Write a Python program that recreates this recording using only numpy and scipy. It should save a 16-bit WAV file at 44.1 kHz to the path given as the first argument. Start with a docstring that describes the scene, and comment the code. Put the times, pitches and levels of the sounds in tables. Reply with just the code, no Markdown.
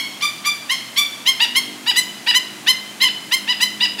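"""Two stilts yelping on a terrace

Each yelp is a short cry, a tone with overtones, that starts hoarse and swoops up.
The bright bird stops near the top; the second, lower one sinks and breaks off in a rasp.
A bounce off the concrete ground colours every call, and the walls echo it.
Far away a motor hums in a soft rumble and hiss."""
import sys
import numpy as np
from scipy import signal
from scipy.fft import rfft, irfft
from scipy.io import wavfile

SR = 44100
rng = np.random.default_rng(int(sys.argv[2]) if len(sys.argv) > 2 else 0)


def master_out(mix):
    """Clip the mix to full scale and print it as 16-bit PCM to the path in sys.argv[1]."""
    frames = np.transpose(np.atleast_2d(mix))
    ceiling = np.clip(frames, -1, 1)
    pcm = np.round(ceiling * 32767).astype(np.int16)
    wavfile.write(sys.argv[1], SR, pcm)


N = 176400


def bright_bird():
    """The higher bird, whose yelps end almost cleanly."""
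    # Each row: start in seconds, length in seconds, top pitch in Hz, seconds to reach the top,
    # swoop as a share of the pitch, level in dB, treble boost in dB, the bill's ringing pitch in Hz,
    # its boost in dB, ground bounce delay in milliseconds, bounce strength, dB sent to the walls.
    yelps = [ (-.054, 0.039, 1103, 0.037, .16, -12.5, -2, 3320, -3.5, 0.91, .35, 4.5),
             (.209, 0.045, 1196, 0.027, 0.2, -18.5, -0.5, 6540, -0.5, 1.72, 0.51, 8.5),
             (.446, 0.038, 1187, 0.028, 0.093, -14, -0.5, 3660, 0.5, 1.02, 0.48, 6),
             (.692, 0.041, 1081, 0.041, 0.18, -16, -1.5, 5450, 4, 1.05, 0.6, 4.5),
             (.964, 0.038, 1167, 0.029, 0.13, -12, 2.5, 3810, 8, 2.02, 0.25, 3.5),
             (1.260, 0.043, 1073, 0.041, 0.15, -10.5, -1, 5060, 5.5, 0.31, 0.46, -0.5),
             (1.550, 0.039, 1089, 0.042, 0.12, -9.5, -1, 9600, 6.5, 1.348, 0.31, -1),
             (1.955, .044, 1009, 0.033, 0.14, -12.5, 3.5, 7600, 5, 1.49, 0.52, -0.5),
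             (2.338, 0.045, 1019, 0.0343, 0.13, -9.5, -3, 7800, 5, 2.65, 0.33, -5),
             (2.667, 0.05, 1036, 0.035, 0.2, -9.5, -2.5, 3523, 1, 2.65, 0.39, -3),
             (3.005, 0.046, 1058, 0.031, 0.12, -10, -3, 4050, 3, 1.52, 0.33, -5.5),
             (3.314, 0.04, 1057, 0.038, .17, -11, 0, 5640, 2, 2.4, 0.15, -2.5),
             (3.602, 0.043, 1012, 0.0378, 0.15, -12, 1, 7900, 3.5, 1.21, 0.12, -0.5)]
    # The tone colour of throat and bill. Each row: frequency in Hz, boost in dB.
    throat = [(750, -20), (1100, -16), (1500, -2.5), (2000, -5), (2900, -1), (3500, -4), (4100, -6),
              (5000, -8.5), (6000, -11.5), (7000, -15.5), (8200, -19), (9200, -28), (10300, -13),
              (12000, -21.5), (15500, -24.5)]
    voice = dict(sag_per_s2=62, break_share=0.0086, break_s=0.005, end_rasp=.06, steady_rasp=0.044,
                 swell_db=11, treble_swell_db=16, release_s=.007, shimmer_db=2.05, jitter=0.0015)
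    return calls(yelps, throat, voice)


def low_bird():
    """The lower bird, whose voice drops and cracks at the end of each yelp."""
    # Its yelps and its tone colour, with the same columns as in bright_bird.
    yelps = [ (1.397, 0.053, 968, 0.033, 0.17, -12, 4.5, 4380, 5, 1.04, 0.12, 0.25),
             (1.862, 0.049, 986, .028, 0.16, -12, 2.5, 3020, 1.3, 1.29, 0.51, 0),
             (2.265, 0.049, 989.6, 0.027, 0.17, -11.5, 1.5, 2000, 2.6, 1.24, 0.49, 0.00053),
             (3.028, 0.057, 1013, 0.0314, .15, -15, 3, 2900, 1.7, 1.11, 0.39, 0),
             (3.474, 0.055, 997, 0.0323, .16, -14.5, -2.5, 6170, 5.2, 0.986, 0.27, 0.35),
             (3.802, .056, 992, 0.031, 0.14, -12.5, 0, 3800, 2.9, 1.18, 0.12, 0),
             (3.985, .056, 1000, 0.027, 0.13, -14.5, 11, 3070, 0.63, 1.18, 0.29, 0.0056)]
    throat = [(750, -13.5), (1000, -18), (1500, -6.5), (2000, -9), (2500, -4.5), (3000, 1), (3500, -4),
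              (4100, -11), (5000, -8), (6000, -26), (7000, -25.5), (9200, -33), (10300, -28.5),
              (12000, -33.5), (15500, -40)]
    voice = dict(sag_per_s2=54.4, break_share=0.0608, break_s=.008, end_rasp=0.31, steady_rasp=0.059,
                 swell_db=13, treble_swell_db=12, release_s=0.0091, shimmer_db=3, jitter=0.0042)
    return calls(yelps, throat, voice)


def calls(yelps, throat, voice):
    """One bird's yelps as two tracks: straight to us with a ground bounce, and out to the walls."""
    direct, outward = np.zeros((2, N + 2 * SR))
    lead_s = .008   # the sound starts this far ahead of the listed time
    t = np.arange(SR // 10) / SR - lead_s
    low_cut = signal.butter(3, 700, "high", fs=SR, output="sos")   # the cries keep nothing below about 700 Hz
    for start, length, top_hz, rise_s, swoop, db, *colour, delay_ms, bounce_share, echo_db in yelps:
        cry = yelp(t, length, top_hz, rise_s, swoop, *colour, throat, voice)
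        cry = from_db(db) * signal.sosfilt(low_cut, cry)
        khz = np.fft.rfftfreq(len(cry), 1000 / SR)
        bounce = irfft(rfft(cry) * np.exp(-2j * np.pi * khz * delay_ms))   # a delayed copy
        add(direct, start - lead_s, cry + bounce_share * bounce)
        add(outward, start - lead_s, cry * from_db(echo_db))
    return np.array([direct, outward])


def yelp(t, length, top_hz, rise_s, swoop, treble_db, bill_hz, bill_db, throat, voice):
    """One cry: overtones sweep through the throat's colour, louder and brighter as effort grows."""
    attack_s, swell_s, hoarse_s, bill_width_octaves = .014, 0.026, 0.014, 0.14
    breaking = np.clip((t - length) / voice["break_s"] + 1, 0, 2)
    hoarse = .5 * np.exp(-(np.maximum(t, 0) / hoarse_s) ** 2)
    hoarse += voice["end_rasp"] * np.minimum(breaking, 1)
    below_top = swoop * np.maximum(1 - t / rise_s, 0) ** 2
    sag = voice["sag_per_s2"] * np.maximum(t - rise_s, 0) ** 2
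    jitter = (voice["jitter"] + 0.018 * hoarse) * wobble(len(t), hz=500)
    pitch = top_hz * (1 - below_top - sag) * np.exp(jitter - voice["break_share"] * breaking ** 2)
    phase = 2 * np.pi * np.cumsum(pitch) / SR
    slack = np.maximum(1 - t / swell_s, 0) ** 2   # falls to 0 at full effort
    shared_flutter = wobble(len(t), hz=553)
    tone = 0
    for k in range(1, 19):
        treble_share = np.clip(np.log2(k) - 2, 0, 1)   # none up to 4 times the pitch, full from 8
        db = at_hz(throat, k * pitch) + treble_share * (treble_db - voice["treble_swell_db"] * slack)
        db += voice["shimmer_db"] * wobble(len(t), hz=85)
        db += bill_db * np.exp(-(np.log2(k * pitch / bill_hz) / bill_width_octaves) ** 2)
        flutter = (shared_flutter + wobble(len(t), hz=553)) / np.sqrt(2)
        rough = 1 + (hoarse + voice["steady_rasp"]) * flutter
        tone += from_db(db) * rough * np.sin(k * phase + rng.uniform(0, 2 * np.pi))
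    # In a hoarse voice, strong and weak vibrations take turns.
    uneven = (1 + 0.49 * hoarse * np.sin(phase / 2)) / np.sqrt(1 + hoarse ** 2)
    fade_in = np.clip((t - t[0]) / attack_s, 0, 1)
    fade_out = np.clip(.5 + .5 * (length - t) / voice["release_s"], 0, 1)
    return tone * uneven * fade_in * fade_out * from_db(-voice["swell_db"] * slack)


def wall_echo(sound):
    """The walls give a quick scatter of echoes and a longer tail; the treble dies sooner."""
    wall_delay_s, split_hz = 0.0079, 5560
    t = np.arange(SR) / SR
    arrival = np.clip(t / wall_delay_s - .5, 0, 1)
    response = np.zeros(SR)
    for band, time_share, band_db in (("low", 1, 0), ("high", 0.72, -1.5)):
        tail = 0
        for db, fade_s in ((-8, 0.23), (-8.5, 0.73)):   # the scatter, then the tail
            decay = np.exp(-np.log(1000) * t / (fade_s * time_share))
            tail += from_db(db) * rms_one(rng.standard_normal(SR) * arrival * decay) / np.sqrt(SR)
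        band_filter = signal.butter(3, split_hz, band, fs=SR, output="sos")
        response += from_db(band_db) * signal.sosfilt(band_filter, tail)
    return signal.fftconvolve(sound, response)[:len(sound)]


def motor():
    """A distant motor sings wavering tones at 4 to 9 times its speed, over a faint mains hum."""
    # The motor's speed. Each row: time in seconds, turns per second.
    speeds = [(0, 51), (.9, 50.36), (1.5, 49.4), (1.85, 50.27), (2.4, 51.41), (4, 51.58)]
    # Its strongest tones. Each row: time in seconds, relative dB at 4, 5 and 6 times the speed.
    strong_tones = [(0.0, -55, -41, -52), (0.08, -44, -55, -49), (0.66, -67.5, -57.5, -76.5),
                    (1.68, -55.5, -42, -41.5), (2.04, -50.5, -53.5, -49), (3.9, -43.5, -54.5, -48),
                    (4.0, -39, -53, -49)]
    # The tones at 7, 8 and 9 times the speed, in dB compared with the one at 6 times.
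    upper_db = [-4.5, -8, -10]
    t = np.arange(N) / SR
    times, *columns = np.transpose(strong_tones)
    levels = [np.interp(t, times, db) - 2 for db in columns]
    levels += [levels[-1] + db for db in upper_db]
    speed = np.interp(t, *np.transpose(speeds)) * (1 + 0.0047 * wobble(N, hz=3.1))
    phase = 2 * np.pi * np.cumsum(speed) / SR
    hum = from_db(-61) * np.sin(2 * np.pi * 120 * t)   # the mains
    for k, db in enumerate(levels, start=4):
        waver_db = 2.5 * wobble(N, hz=4.7)
        hum += from_db(db + waver_db) * np.sin(k * phase + rng.uniform(0, 2 * np.pi))
    return np.sqrt(2) * hum


def distant_noise():
    """A steady wash of hiss and low rumble from far away."""
    # The tone colours of the airy hiss and the rumble. Each row: frequency in Hz, relative level in dB.
    air = [(30, -48), (64, -30), (109, -18.5), (220, -4.5), (440, -10.5), (700, -8.5), (1000, -6),
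           (1500, -7.5), (3000, -6.5), (5000, -12.5), (7000, -12), (10000, -15), (15500, -24.5)]
    rumble = [(30, -42), (60, -25), (90, -33), (125, -5.5), (170, -3.5), (220, 0), (320, -4), (450, -14.5),
              (700, -5), (1200, -29), (3000, -30)]
    return from_db(-38) * coloured_noise(air) + from_db(-46) * coloured_noise(rumble)


def from_db(db):
    """Turn decibels into a number to multiply by."""
    return 10 ** (np.asarray(db) / 20)


def rms_one(x):
    """Scale a signal so that its typical size (root mean square) is 1."""
    return x / np.sqrt(np.mean(x ** 2) + 1e-20)


def at_hz(colour, hz):
    """Look up the dB of a tone colour at any frequency, sliding between its rows."""
    row_hz, db = np.transpose(colour)
    return np.interp(np.log(np.maximum(hz, 1)), np.log(row_hz), db)


def wobble(size, hz):
    """A random wiggle of typical size 1, moving up to about hz times a second."""
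    padded = size + SR // 10
    rolloff = 1 + (np.fft.rfftfreq(padded, 1 / SR) / hz) ** 4
    return rms_one(irfft(rfft(rng.standard_normal(padded)) / rolloff))[:size]


def coloured_noise(colour):
    """Steady noise of typical size 1 with the given tone colour."""
    gains = from_db(at_hz(colour, np.fft.rfftfreq(N, 1 / SR)))
    return rms_one(irfft(rfft(rng.standard_normal(N)) * gains, N))


def add(track, start_s, sound):
    """Mix a sound into a track that has one spare second at the front."""
    i = int((start_s + 1) * SR)
    track[i:i + len(sound)] += sound[:len(track) - i]


def scene():
    """Both birds and their echoes over the distant background."""
    direct, outward = bright_bird() + low_bird()
    background = distant_noise() + motor()
    birds = (direct + wall_echo(outward))[SR:SR + N]   # drop the spare second
    return (birds + background)[None]


def record(dry):
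    """Clip peaks at full scale and cut the treble above 15700 Hz."""
    top_cut = signal.ellip(10, .1, 80, 15700, fs=SR, output="sos")
    return signal.sosfilt(top_cut, np.clip(dry, -1, 1))


dry = scene()
out = record(dry)
master_out(out)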